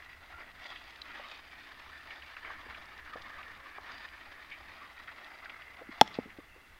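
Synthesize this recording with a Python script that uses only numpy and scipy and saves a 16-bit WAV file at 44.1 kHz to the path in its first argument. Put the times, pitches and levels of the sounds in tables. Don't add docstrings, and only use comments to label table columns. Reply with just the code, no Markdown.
import sys
import numpy as np
from scipy import signal
from scipy.fft import rfft, irfft
from scipy.io import wavfile
from scipy.ndimage import uniform_filter1d

SR = 44100
rng = np.random.default_rng(int(sys.argv[2]) if len(sys.argv) > 2 else 0)


def put_to_file(sound):
    columns = np.atleast_2d(sound).T
    safe = np.clip(columns, -1, 1)
    whole_steps = np.round(safe * 32767)
    wavfile.write(sys.argv[1], SR, whole_steps.astype(np.int16))


N = 299439
TIME_S = np.arange(N) / SR
FRAMES = dict(fs=SR, nperseg=1024, noverlap=768)

# (time [s], relative force [dB], contact cutoff [Hz])
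BLOWS = [ (6.0123, -2, 7000), (6.0133, 0, 2100), (6.0144, 8, 1150), (6.0771, -33.5, 7400),
         (6.1874, -1.5, 493)]


def tyres(grit_db=-3):
    level_db, treble_db = surface(TIME_S)
    return gain_of(level_db) * (hiss() + gain_of(grit_db + treble_db) * grit())


def surface(t, edge_s=0.041):
    # (time [s], relative level [dB], treble re mid band [dB])
    lap = [(0, -55.5, -9.5), (0.3, -56.5, -9.5), (0.9, -53, -6.5), (1.8, -52.5, -8.5), (2.2, -51.5, -8.5),
           (2.65, -49.5, -11.5), (3.2, -50.5, -14), (4.3, -51.5, -11.5), (5.3, -52.5, -11),
           (5.75, -52, -15.5), (6.22, -52.5, -13.5), (6.44, -63, -10), (6.79, -63, -9.5)]
    # (start [s], length [s], level change [dB], treble change [dB])
    stretches = [(0.313, 0.2, 4, -4.5), (0.62, 0.15, 4.5, 0.5), (1.065, 0.19, 5, -3.5),
                 (1.292, 0.085, 2, 1.5), (2.063, 0.15, 1.5, -1), (2.443, 0.11, 6, -5),
                 (3.24, 0.3, 2.5, 0.5), (3.86, 0.24, 2.5, 1.5), (5.315, 0.047, 4.5, 1),
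                 (5.912, 0.27, 1.5, 5)]
    level_db, treble_db = follow(lap, t)
    for start_s, length_s, louder_db, brighter_db in stretches:
        on = np.clip(0.5 + np.minimum(t - start_s, start_s + length_s - t) / edge_s, 0, 1)
        level_db += on * louder_db
        treble_db += on * brighter_db
    return level_db, treble_db


def hiss(flutter_db=2.5, flutter_hz=50, patch_db=2.2):
    # (frequency [Hz], relative density [dB])
    spectrum = [(130, -57), (200, -14), (300, -6.5), (450, -13.5), (680, -4.5), (1200, -0.5), (1900, 0),
                (2400, -4), (2900, -9), (4000, -14.5), (5000, -20.5), (6500, -35), (9000, -44.5),
                (14000, -65.5)]
    contact = rng.standard_normal(N) * gain_of(flutter_db * drift(flutter_hz))
    hz, t, z = signal.stft(contact, **FRAMES)
    patches = uniform_filter1d(rng.standard_normal(z.shape), size=5, axis=0)
    patches = evened(uniform_filter1d(patches, size=12, axis=1))
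    z *= gain_of(spectrum_at(spectrum, hz)[:, None] + patch_db * patches)
    power = (abs(z) ** 2).mean(1)
    mid = power[(hz > 600) & (hz < 2600)].sum()
    treble = power[(hz > 3000) & (hz < 6500)].sum()
    tilt_db = surface(t)[1] - 10 * np.log10(treble / mid)
    shelf = spectrum_at([(2000, 0), (3400, 1)], hz)[:, None]
    return evened(signal.istft(z * gain_of(shelf * tilt_db), **FRAMES)[1][:N])


def grit(grains_per_s=85, t60_s=0.018):
    # (frequency [Hz], relative density [dB])
    spectrum = [(200, -26), (800, -11.5), (2000, -2.5), (3400, 6.5), (5000, -5), (7000, -17),
                (10000, -40), (16000, -45.5)]
    size = gain_of(3.5 * np.minimum(rng.exponential(1, N), 3))
    struck = rng.random(N) < grains_per_s / SR
    envelope = signal.lfilter([1], [1, -gain_of(-60 / (t60_s * SR))], size * struck)
    return evened(colour(envelope * rng.standard_normal(N), spectrum))


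def scuffs():
    # (time [s], relative level [dB], centre [Hz], t60 [s])
    ticks = [(0.022, -45, 1680, 0.07), (0.129, -47.5, 1900, .05), (0.651, -46.5, 784, 0.065),
             (0.700, -46.5, 780, 0.055), (0.758, -41.5, 2500, 0.08), (1.017, -38.5, 3660, 0.014),
             (1.197, -41.5, 706, 0.056), (1.345, -49, 2920, .08), (2.105, -40.5, 2260, 0.057),
             (2.222, -40.5, 2150, 0.024), (2.367, -34.5, 1680, 0.023), (2.448, -37, 1650, 0.033),
             (2.501, -39, 1140, .05), (2.745, -40, 2110, 0.054), (3.158, -42, 1000, 0.035),
             (3.219, -46, 3580, 0.031), (3.429, -42, 2280, 0.027), (3.782, -40, 945, 0.042),
             (4.083, -45, 1900, .03), (4.513, -41, 2200, 0.18), (4.978, -42, 1860, 0.024),
             (5.076, -39.5, 1700, 0.15), (5.457, -37.5, 1660, 0.046), (5.495, -39.5, 2300, .045),
             (5.619, -43, 2070, .034), (6.140, -45.5, 3370, 0.099), (6.299, -47.5, 1940, 0.13)]
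    return bursts(ticks, rise_s=0.00073, half_width_oct=0.54)


def hiss_peak(x, width_hz=175, peak_db=4):
    # (time [s], centre [Hz])
    course = [(0, 1900), (1.1, 1950), (1.7, 1790), (4.3, 1790), (5.2, 2064), (6.79, 2050)]
    hz, t, z = signal.stft(x, **FRAMES)
    boost_db = peak_db * bell(hz[:, None], follow(course, t)[0], width_hz)
    return signal.istft(z * gain_of(boost_db), **FRAMES)[1][:N]


def pings():
    # (time [s], relative level [dB], centre [Hz], t60 [s])
    bands = [(0.335, -47.5, 1390, 0.3), (0.68, -51.5, 3400, 0.46), (1.017, -36.5, 4100, 0.019),
             (1.098, -45, 1400, 0.083), (3.27, -52, 1250, 0.47), (3.385, -41.5, 1210, 0.084),
             (3.46, -46.5, 1820, 0.36), (3.91, -62, 4770, 0.87), (4.52, -44, 2300, 0.2),
             (6.49, -61.5, 2670, 1)]
    return bursts(bands, rise_s=0.0014, half_width_oct=0.075)


def banking(hz, t, pass_s=3, half_width_s=1.94):
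    nearness = np.exp(-((t - pass_s) / half_width_s) ** 4)
    spacing_hz = np.interp(nearness, [0, 1], [681, 584])
    reflection = np.interp(nearness, [0, 1], [0.24, 0.12])
    return 1 / (1 - reflection * np.exp(-2j * np.pi * hz[:, None] / spacing_hz))


def track_to_microphone(x):
    # (centre [Hz], width [Hz], gain [dB])
    port = [(1150, 143, 1.5), (1410, 290, -1), (1810, 300, 1), (2250, 170, 2), (3630, 190, 2.5),
            (4320, 370, -1.5), (4770, 347, 4.5), (6250, 300, 3)]
    hz, t, z = signal.stft(x, **FRAMES)
    port_db = sum(db * bell(hz, centre_hz, width_hz) for centre_hz, width_hz, db in port)
    return signal.istft(z * banking(hz, t) * gain_of(port_db)[:, None], **FRAMES)[1][:N]


def knocks():
    # (frequency [Hz], relative level [dB], t60 [s])
    modes = [ (278, -21.5, .031), (510, -29, .02), (882, -11.5, .019), (1342, -15.5, .014),
             (1700, -40, 0.0121), (2060, -11.5, 0.026), (2990, -21, 0.011), (3410, -1, 0.0062),
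             (4210, -16.5, 0.019), (5320, -5, 0.0048), (7000, -22.5, 0.014), (8950, -26.5, 0.0085),
             (11550, -27, .006), (14300, -40.5, 0.0046)]
    out, t = np.zeros(N), np.arange(4096) / SR
    ring = sum(gain_of(db - 60 * t / t60_s) * np.sin(2 * np.pi * hz * t) for hz, db, t60_s in modes)
    for start_s, force_db, cutoff_hz in BLOWS:
        contact = signal.butter(4, cutoff_hz, fs=SR)
        add(out, start_s, gain_of(force_db) * signal.lfilter(*contact, ring))
    return signal.lfilter(*signal.butter(2, 245, "high", fs=SR), out)


def scatter(x, t60_s):
    # (frequency [Hz], relative density [dB])
    spectrum = [(200, 12.5), (850, -2.5), (2000, 5), (5000, 1.5), (9000, 0.5), (15000, 9)]
    t = np.arange(SR // 2) / SR
    tail = colour(rng.standard_normal(len(t)), spectrum) * gain_of(-60 * t / t60_s)
    return signal.fftconvolve(x, tail / np.linalg.norm(tail))[:N]


def sizzle(level_db=-54, t60_s=0.09):
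    # (frequency [Hz], relative density [dB])
    spectrum = [(2000, -20.5), (6000, 1), (10000, -5.5), (16000, -4)]
    out, t = np.zeros(N), np.arange(SR // 2) / SR
    noise = evened(colour(rng.standard_normal(len(t)), spectrum))
    add(out, BLOWS[0][0], gain_of(level_db - 60 * t / t60_s) * noise)
    return out


def handling():
    # (time [s], level [dB], centre [Hz], t60 [s])
    rubs = [(2.664, -51, 333, 0.049), (3.156, -41.5, 427, 0.04), (3.783, -47.5, 600, 0.033),
            (5.812, -43.5, 477, 0.053), (5.890, -43, 259, 0.072), (6.258, -47, 274, 0.096),
            (6.386, -41.5, 377, 0.04), (6.562, -56, 380, 0.096)]
    return bursts(rubs, rise_s=0.00086, half_width_oct=0.61)


def night(flutter_db=2, flutter_hz=9, floor_db=-60.5):
    # (frequency [Hz], relative density [dB])
    rumble_spectrum = [(15, 2), (45, -4.5), (70, 4), (110, -11), (170, -13.5), (400, -30), (2000, -62)]
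    # (time [s], level [dB])
    rumble_level = [(0, -62.5), (1.9, -64.5), (2.5, -61.5), (3.4, -62), (4.2, -66.5), (4.7, -63),
                    (5.4, -69.5), (5.9, -62.5), (6.79, -64)]
    # (frequency [Hz], relative density [dB])
    floor_spectrum = [(60, -27.5), (170, -16), (290, -9.5), (500, -16), (1200, -10.5), (1750, -10),
                      (2030, -3.5), (2350, -16.5), (2660, -13), (3000, -20), (5000, -26), (7500, -30.5),
                      (16000, -30.5)]
    rumble = colour(rng.standard_normal(N), rumble_spectrum)
    rumble = evened(rumble * gain_of(flutter_db * drift(flutter_hz)))
    floor = evened(colour(rng.standard_normal(N), floor_spectrum))
    return gain_of(follow(rumble_level, TIME_S)[0]) * rumble + gain_of(floor_db) * floor


def bursts(events, rise_s, half_width_oct):
    size = 16384
    out, t, hz = np.zeros(N), np.arange(size) / SR, np.fft.rfftfreq(size, 1 / SR)
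    shelf = gain_of(spectrum_at([(4600, -9), (8000, -12)], hz))
    for start_s, db, centre_hz, t60_s in events:
        band = 1 / (1 + (np.log2((hz + 1) / centre_hz) / half_width_oct) ** 4)
        envelope = (1 - np.exp(-t / rise_s)) * gain_of(-60 * t / t60_s)
        burst = envelope * irfft(rfft(rng.standard_normal(size)) * band * shelf)
        crest = envelope.max() / np.sqrt(np.mean(envelope ** 2))
        add(out, start_s, gain_of(db) * evened(burst) / crest)
    return out


def gain_of(db):
    return 10 ** (np.asarray(db) / 20)


def evened(x):
    return x / np.sqrt(np.mean(x ** 2) + 1e-20)


def bell(hz, centre_hz, width_hz):
    return 1 / (1 + (2 * (hz - centre_hz) / width_hz) ** 2)


def spectrum_at(points, hz):
    point_hz, value = np.transpose(points)
    return np.interp(np.log(hz + 1), np.log(point_hz + 1), value)


def colour(x, spectrum):
    hz = np.fft.rfftfreq(len(x), 1 / SR)
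    return irfft(rfft(x) * gain_of(spectrum_at(spectrum, hz)), len(x))


def drift(rate_hz):
    hz = np.fft.rfftfreq(N, 1 / SR)
    return evened(irfft(rfft(rng.standard_normal(N)) * np.exp(-(hz / rate_hz) ** 2), N))


def follow(curve, t):
    point_s, *columns = np.transpose(curve)
    return [np.interp(t, point_s, column) for column in columns]


def add(mix, start_s, sound):
    part = mix[round(start_s * SR):][:len(sound)]
    part += sound[:len(part)]


def scene():
    accents = gain_of(-3.5) * (scuffs() + pings())
    rolling = gain_of(-2) * hiss_peak(tyres())
    bicycle = track_to_microphone(rolling + accents)
    case = knocks()
    ground = gain_of(-21.5) * scatter(case, t60_s=0.072)
    bowl = gain_of(-26.5) * scatter(case, t60_s=0.58)
    return (bicycle + case + ground + bowl + handling() + night() + sizzle())[None]


def record(dry):
    ceiling, cutoff_hz = 0.71, 15850
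    low_pass = signal.firwin(511, cutoff_hz, window=("kaiser", 9), fs=SR)
    return signal.oaconvolve(np.clip(dry, -ceiling, ceiling), low_pass[None], "same")


dry = scene()
out = record(dry)
put_to_file(out)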